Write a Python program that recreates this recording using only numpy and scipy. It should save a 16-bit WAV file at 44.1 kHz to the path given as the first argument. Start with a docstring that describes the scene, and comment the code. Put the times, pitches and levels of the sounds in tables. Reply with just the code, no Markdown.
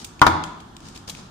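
"""A short brush and a soft bump, a blade tick, then two hard, hollow knocks that overload the microphone.
After them large steel scissors tick, slide along magazine paper and snip it, over a low room rumble.
Knocks are decaying sines plus a noise crack; ticks are noise rasps with a sine ping; paper is random
fibre snaps plus friction noise under stroke envelopes; hand bumps and rumble are coloured noise.
Knocks and scissors feed a diffuse reverberation of a hard-walled room; knocks also get early echoes."""
import sys
import numpy as np
from scipy import signal
from scipy.io import wavfile
from scipy.ndimage import uniform_filter1d

SR = 44100
rng = np.random.default_rng(int(sys.argv[2]) if len(sys.argv) > 2 else 0)


def store_wav(level_fs):
    """Save 16-bit WAV to argv[1]."""
    pcm = np.round(np.clip(np.atleast_2d(level_fs), -1, 1) * 32767)
    wavfile.write(sys.argv[1], SR, pcm.T.astype(np.int16))


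N = 57330
T = np.arange(N) / SR
LN_60_DB = np.log(1000)


def from_db(db):
    """Decibels to amplitude gain."""
    return 10 ** (np.asarray(db) / 20)


def at_hz(points, hz):
    """Interpolate a table on a log-frequency axis."""
    f, value = np.transpose(points)
    return np.interp(np.log(hz), np.log(f), value)


def pan(db):
    """Left and right gains for a level difference; positive is louder left."""
    return from_db(np.array([[db], [-db]]) / 2)


def delay(x, s):
    """Shift a sound s seconds later, same length."""
    lag = int(max(s, 0) * SR)
    silence = np.zeros(x.shape[:-1] + (lag,))
    return np.concatenate([silence, x], axis=-1)[..., :N]


def decay(t60_s):
    """Exponential fall by 60 dB in t60_s."""
    return np.exp(-LN_60_DB * T / max(t60_s, 1e-3))


def ring(modes):
    """Decaying sines of a struck object."""
    return sum(from_db(db) * decay(t60) * np.sin(2 * np.pi * hz * T) for hz, db, t60 in modes)


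def swell(start_s, peak_s, t60_s):
    """Straight rise, exponential release."""
    rise = np.clip((T - start_s) / max(peak_s - start_s, 1e-3), 0, 1)
    return rise * np.exp(-LN_60_DB * np.maximum(T - peak_s, 0) / t60_s)


BAND_EDGES_HZ = 22 * 2 ** (np.arange(30) / 3)  # third octaves
# stereo correlation: (f/Hz, left-right likeness)
STEREO_LIKENESS = [(60, 0.96), (150, 1), (300, 0.69), (1000, 0.23), (2500, 0), (10000, 0.12)]


def bands(white):
    """Split two mid/side pairs, used in turn, into third-octave stereo bands: (f/Hz, band)."""
    for k, (low, high) in enumerate(zip(BAND_EDGES_HZ, BAND_EDGES_HZ[1:])):
        band_pass = signal.butter(2, [low, high], "band", fs=SR, output="sos")
        mid, side = signal.sosfilt(band_pass, white[k % 2])
        hz = np.sqrt(low * high)
        alike = np.clip(at_hz(STEREO_LIKENESS, hz), -1, 1)
        opposed = side * np.array([[1], [-1]])
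        yield hz, np.sqrt(1 + alike) * mid + np.sqrt(1 - alike) * opposed


def noise_bands():
    """Smooth stereo noise in third octaves."""
    return list(bands(rng.standard_normal((2, 2, N))))


def colour(bank, spectrum, tilt_db_per_oct=0):
    """Mix bands to a tilted spectrum, scaled to rms 1."""
    out = sum(from_db(at_hz(spectrum, hz) + tilt_db_per_oct * np.log2(hz)) * band for hz, band in bank)
    return out / out.std()


# blows: (t/s, hollow ring level/dB, crack level/dB, thud level/dB, ring brightness/dB per octave,
#         steel level/dB)
KNOCK_BLOWS = [(0.2165, 2, -6, 1.5, -1, -58), (0.2667, -4, -7, 4.5, -13, -35)]
# hollow ring of the struck object: (f/Hz, level/dB, t60/s)
HOLLOW_MODES = [(666.7, -19.5, 0.089), (788, -19.5, .16), (862.5, -16.5, 0.13), (966, -9, 0.14),
                (1024, -2, 0.05), (1120.3, -6, 0.062), (1233, -6, .07), (1405, -4, .06),
                (1810, -29.5, 0.027), (2020, -20, 0.062), (2700, -31, 0.07), (3130, -27, 0.09),
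                (3900, -34, 0.071)]
# thud of the table top: (f/Hz, level/dB, t60/s)
TABLE_MODES = [(86, -34, .55), (163, -32, .45), (235, -31, .12), (308, -26, .25), (317, -32, .55)]
# long ring of the jolted steel: (f/Hz, level/dB, t60/s)
JOLTED_STEEL_MODES = [(3400, -10, .7), (3450, -11, .7), (3505, -5, .5), (4360, 3, .1), (4610, -5, .12),
                      (5790, -13, .25)]
# crack of the contact, relative spectrum: (f/Hz, level/dB per Hz)
CRACK_SPECTRUM = [(100, 5), (500, -3.5), (1200, 5.5), (2500, -5.5), (5500, -12.5), (8000, -29),
                  (12000, -37.5), (16000, -30)]
CRACK_T60_S, THUD_RISE_S, TILT_PIVOT_HZ = 0.045, 0.01, 1000
KNOCK_PAN_DB, KNOCK_RIGHT_LAG_S = 3.5, 0.00012


def knocks():
    """Two blows excite a noise crack, a hollow ring, a low thud and a thin steel ring."""
    crack = colour(noise_bands(), CRACK_SPECTRUM)
    thud = ring(TABLE_MODES) * (1 - np.exp(-T / THUD_RISE_S))
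    out = 0
    for s, ring_db, crack_db, thud_db, bright_db, steel_db in KNOCK_BLOWS:
        modes = [(hz, db + bright_db * np.log2(hz / TILT_PIVOT_HZ), t60) for hz, db, t60 in HOLLOW_MODES]
        body = from_db(ring_db) * ring(modes) + from_db(thud_db) * thud
        stereo_body = np.array([delay(body, s), delay(body, s + KNOCK_RIGHT_LAG_S)])
        steel = from_db(steel_db) * delay(ring(JOLTED_STEEL_MODES), s)
        contact = from_db(crack_db) * crack * delay(decay(CRACK_T60_S), s)
        out = out + stereo_body + steel + contact
    return out * pan(KNOCK_PAN_DB)


# early reflections: (left delay t/s, right delay t/s, level/dB)
NEAR_REFLECTIONS = [(.0029, .0034, -14), (.0070, 0.021, -30), (.0096, .0104, -11.5),
                    (0.0134, 0.0079, -19.5)]


def echoes(x):
    """First reflections from the table and nearby things: delayed, weaker copies."""
    return sum(from_db(db) * np.array([delay(x[0], left_s), delay(x[1], right_s)])
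               for left_s, right_s, db in NEAR_REFLECTIONS)


# blade ticks: (t/s, rasp level/dB, rasp length/s, rasp t60/s, tilt/dB per octave, pan/dB,
#               ping f/Hz, ping level/dB)
BLADE_TICKS = [(0.0447, -30, .003, .035, 4, -2, 4500, -37), (0.1938, -42, .003, .005, -2, -3, 2550, -32),
               (0.4378, -29, .002, .025, -1, 1, 1400, -32), (0.6024, -46, .003, .04, -2, 3, 3250, -46),
               (0.7662, -39, .002, .012, 0, 2, 3140, -42), (0.8035, -46, .002, .02, 0, 1, 3130, -50),
               (0.8850, -43, .002, .03, 0, 3, 5550, -43), (0.9605, -38, .001, .02, -1, 1, 2600, -42),
               (0.9744, -41, .002, .03, 0, 3, 4760, -37), (1.0968, -31, .005, .03, 1, 4, 3980, -38),
               (1.1497, -39, .002, .012, -3, 3, 2550, -34)]
# steel on steel, relative spectrum: (f/Hz, level/dB per Hz)
RASP_SPECTRUM = [(300, -9), (1500, -2.5), (2800, 17.5), (4200, 13), (7500, 14), (10000, 0), (15000, -5)]
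PING_T60_S = 0.02


def ticks():
    """Blades catch on each other: a short noise rasp and a decaying sine ping."""
    bank, out = noise_bands(), 0
    for s, db, length_s, t60, tilt_db, pan_db, ping_hz, ping_db in BLADE_TICKS:
        envelope = np.exp(-LN_60_DB * np.maximum(T - length_s, 0) / t60)
        rasp = from_db(db) * colour(bank, RASP_SPECTRUM, tilt_db) * delay(envelope, s)
        ping = delay(ring([(ping_hz, ping_db, PING_T60_S)]), s)
        out = out + pan(pan_db) * (rasp + ping)
    return out


# strokes along and through the paper: (start t/s, peak t/s, release t60/s, level/dB, tilt/dB per octave)
BLADE_STROKES = [(-0.03, -0.011, 0.25, -36.5, 1.5), (0.80, 0.859, 0.58, -45.5, 0.5),
                 (0.945, 0.957, 0.1, -41.5, 1.5), (1.073, 1.081, 0.18, -36.5, 1),
                 (1.079, 1.103, 0.03, -43.5, 67.5), (1.15, 1.165, 0.42, -44.5, 0.5)]
# paper, relative spectrum: (f/Hz, level/dB per Hz)
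PAPER_SPECTRUM = [(200, 10.5), (550, 8), (880, 6.5), (1300, 3.5), (1900, -1), (3300, 1.5), (5300, 3),
                  (7200, -2), (9300, -7)]
FIBRES_PER_S, FIBRE_SPREAD_DB, FRICTION_SHARE = 1500, 4.0, 0.6
PAPER_DULL_HZ, CUTTING_PAN_DB = 9500, 2.0
CATCH_SAMPLES, CATCH_RMS_DB = 180, 2.2  # paper catches and slips on the steel


def cutting():
    """Paper rubs on steel and its fibres snap at random under each stroke."""
    shape = (2, N)
    happens = rng.random(shape) < FIBRES_PER_S / SR
    sign = rng.choice([-1, 1], shape)
    strength = from_db(FIBRE_SPREAD_DB * np.minimum(rng.exponential(1, shape), 4))
    snaps = happens * sign * strength
    rubbing = snaps / snaps.std() + FRICTION_SHARE * rng.standard_normal((2, 2, N))
    low_pass = signal.butter(4, PAPER_DULL_HZ, fs=SR, output="sos")
    bank = list(bands(signal.sosfilt(low_pass, rubbing)))
    catching = uniform_filter1d(rng.standard_normal(N), size=CATCH_SAMPLES)
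    catch_gain = from_db(CATCH_RMS_DB * catching / catching.std())
    strokes = sum(from_db(db) * swell(start, peak, t60) * colour(bank, PAPER_SPECTRUM, tilt_db)
                  for start, peak, t60, db, tilt_db in BLADE_STROKES)
    return pan(CUTTING_PAN_DB) * catch_gain * strokes


# blade ring on shutting: (f/Hz, level/dB, t60/s)
SHUT_MODES = [(870, -8, .04), (3280, -7, .07), (3990, -1, .04), (6820, -14, .04), (7980, -14, .04)]
SHUT_S, SHUT_DB, SHUT_PAN_DB = 1.0968, -31, 4


def shutting():
    """Blades ring briefly as they shut, close to the microphone: no reverberation."""
    return pan(SHUT_PAN_DB) * from_db(SHUT_DB) * delay(ring(SHUT_MODES), SHUT_S)


# hands shifting on the table: (start t/s, peak t/s, release t60/s, level/dB)
HAND_BUMPS = [(-0.02, -0.007, 0.18, -31.5), (0.822, 0.8, 1, -45), (1.088, 1.104, 0.57, -48),
              (1.184, 1.189, 0.41, -47)]
# hands, relative spectrum: (f/Hz, level/dB per Hz)
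HAND_SPECTRUM = [(30, 13), (60, 5), (100, 5.5), (200, 14), (310, -18.5), (450, -11), (1500, -43),
                 (6000, -80)]


def handling():
    """Soft, low bumps of the hands: enveloped dark noise."""
    envelope = sum(from_db(db) * swell(start, peak, t60) for start, peak, t60, db in HAND_BUMPS)
    return colour(noise_bands(), HAND_SPECTRUM) * envelope


# reverberation level: (f/Hz, level/dB)
ROOM_SPECTRUM = [(40, -35), (100, 2), (300, -3.5), (500, -11.5), (950, -5), (1400, -9.5), (2200, -5),
                 (3500, -8.5), (7000, -5.5), (14000, -9)]
# reverberation time: (f/Hz, t60/s)
ROOM_DECAY = [(80, 0.3), (300, 0.84), (1000, 0.71), (2000, 0.68), (3500, 0.92), (7000, 0.44), (14000, 0.12)]
ROOM_BUILD_S = 0.0072


def room(x):
    """Diffuse reverberation: noise that builds up and dies band by band, fed in mono."""
    response = 0
    for hz, band in noise_bands():
        shape = decay(at_hz(ROOM_DECAY, hz)) * (1 - np.exp(-(T / ROOM_BUILD_S) ** 2))
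        response = response + from_db(at_hz(ROOM_SPECTRUM, hz)) * band * shape / np.linalg.norm(shape)
    mono = x.mean(axis=0)[None]
    return signal.fftconvolve(mono, response, axes=1)[:, :N]


# background, relative spectrum: (f/Hz, level/dB per Hz)
RUMBLE_SPECTRUM = [(15, -39), (25, -2.5), (78, 1), (229, -3), (344, -6), (427, -18), (560, -21),
                   (840, -11.5), (1520, -13.5), (2280, -59), (3080, -24), (5280, -31), (6560, -30),
                   (16000, -50.5)]
RUMBLE_RMS_DB = -44.5


def rumble():
    """Steady low room rumble: coloured noise."""
    return from_db(RUMBLE_RMS_DB) * colour(noise_bands(), RUMBLE_SPECTRUM)


KNOCK_ROOM_DB, SCISSORS_ROOM_DB = -2.5, -1  # reverberation sends
SCISSORS_RIGHT_LAG_S = 0.0005


def scene():
    """Knocks and scissors in the room, over the background."""
    blows = knocks()
    left, right = ticks() + cutting()
    scissors = np.array([left, delay(right, SCISSORS_RIGHT_LAG_S)])
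    reverb = room(from_db(KNOCK_ROOM_DB) * blows + from_db(SCISSORS_ROOM_DB) * scissors)
    return blows + echoes(blows) + scissors + shutting() + reverb + handling() + rumble()


LOW_CUT_HZ, CLIP_LEVEL, CUTOFF_HZ = 30, 1.0, 15500


def record(dry):
    """Deepest bass rolls off, loudest peaks clip flat, the top is cut."""
    high_pass = signal.butter(1, LOW_CUT_HZ, "high", fs=SR, output="sos")
    thinned = signal.sosfilt(high_pass, dry)
    clipped = np.clip(thinned, -CLIP_LEVEL, CLIP_LEVEL)
    low_pass = signal.ellip(10, 0.1, 70, CUTOFF_HZ, fs=SR, output="sos")  # ripple/dB, stopband/dB
    return signal.sosfilt(low_pass, clipped)


dry = scene()
out = record(dry)
store_wav(out)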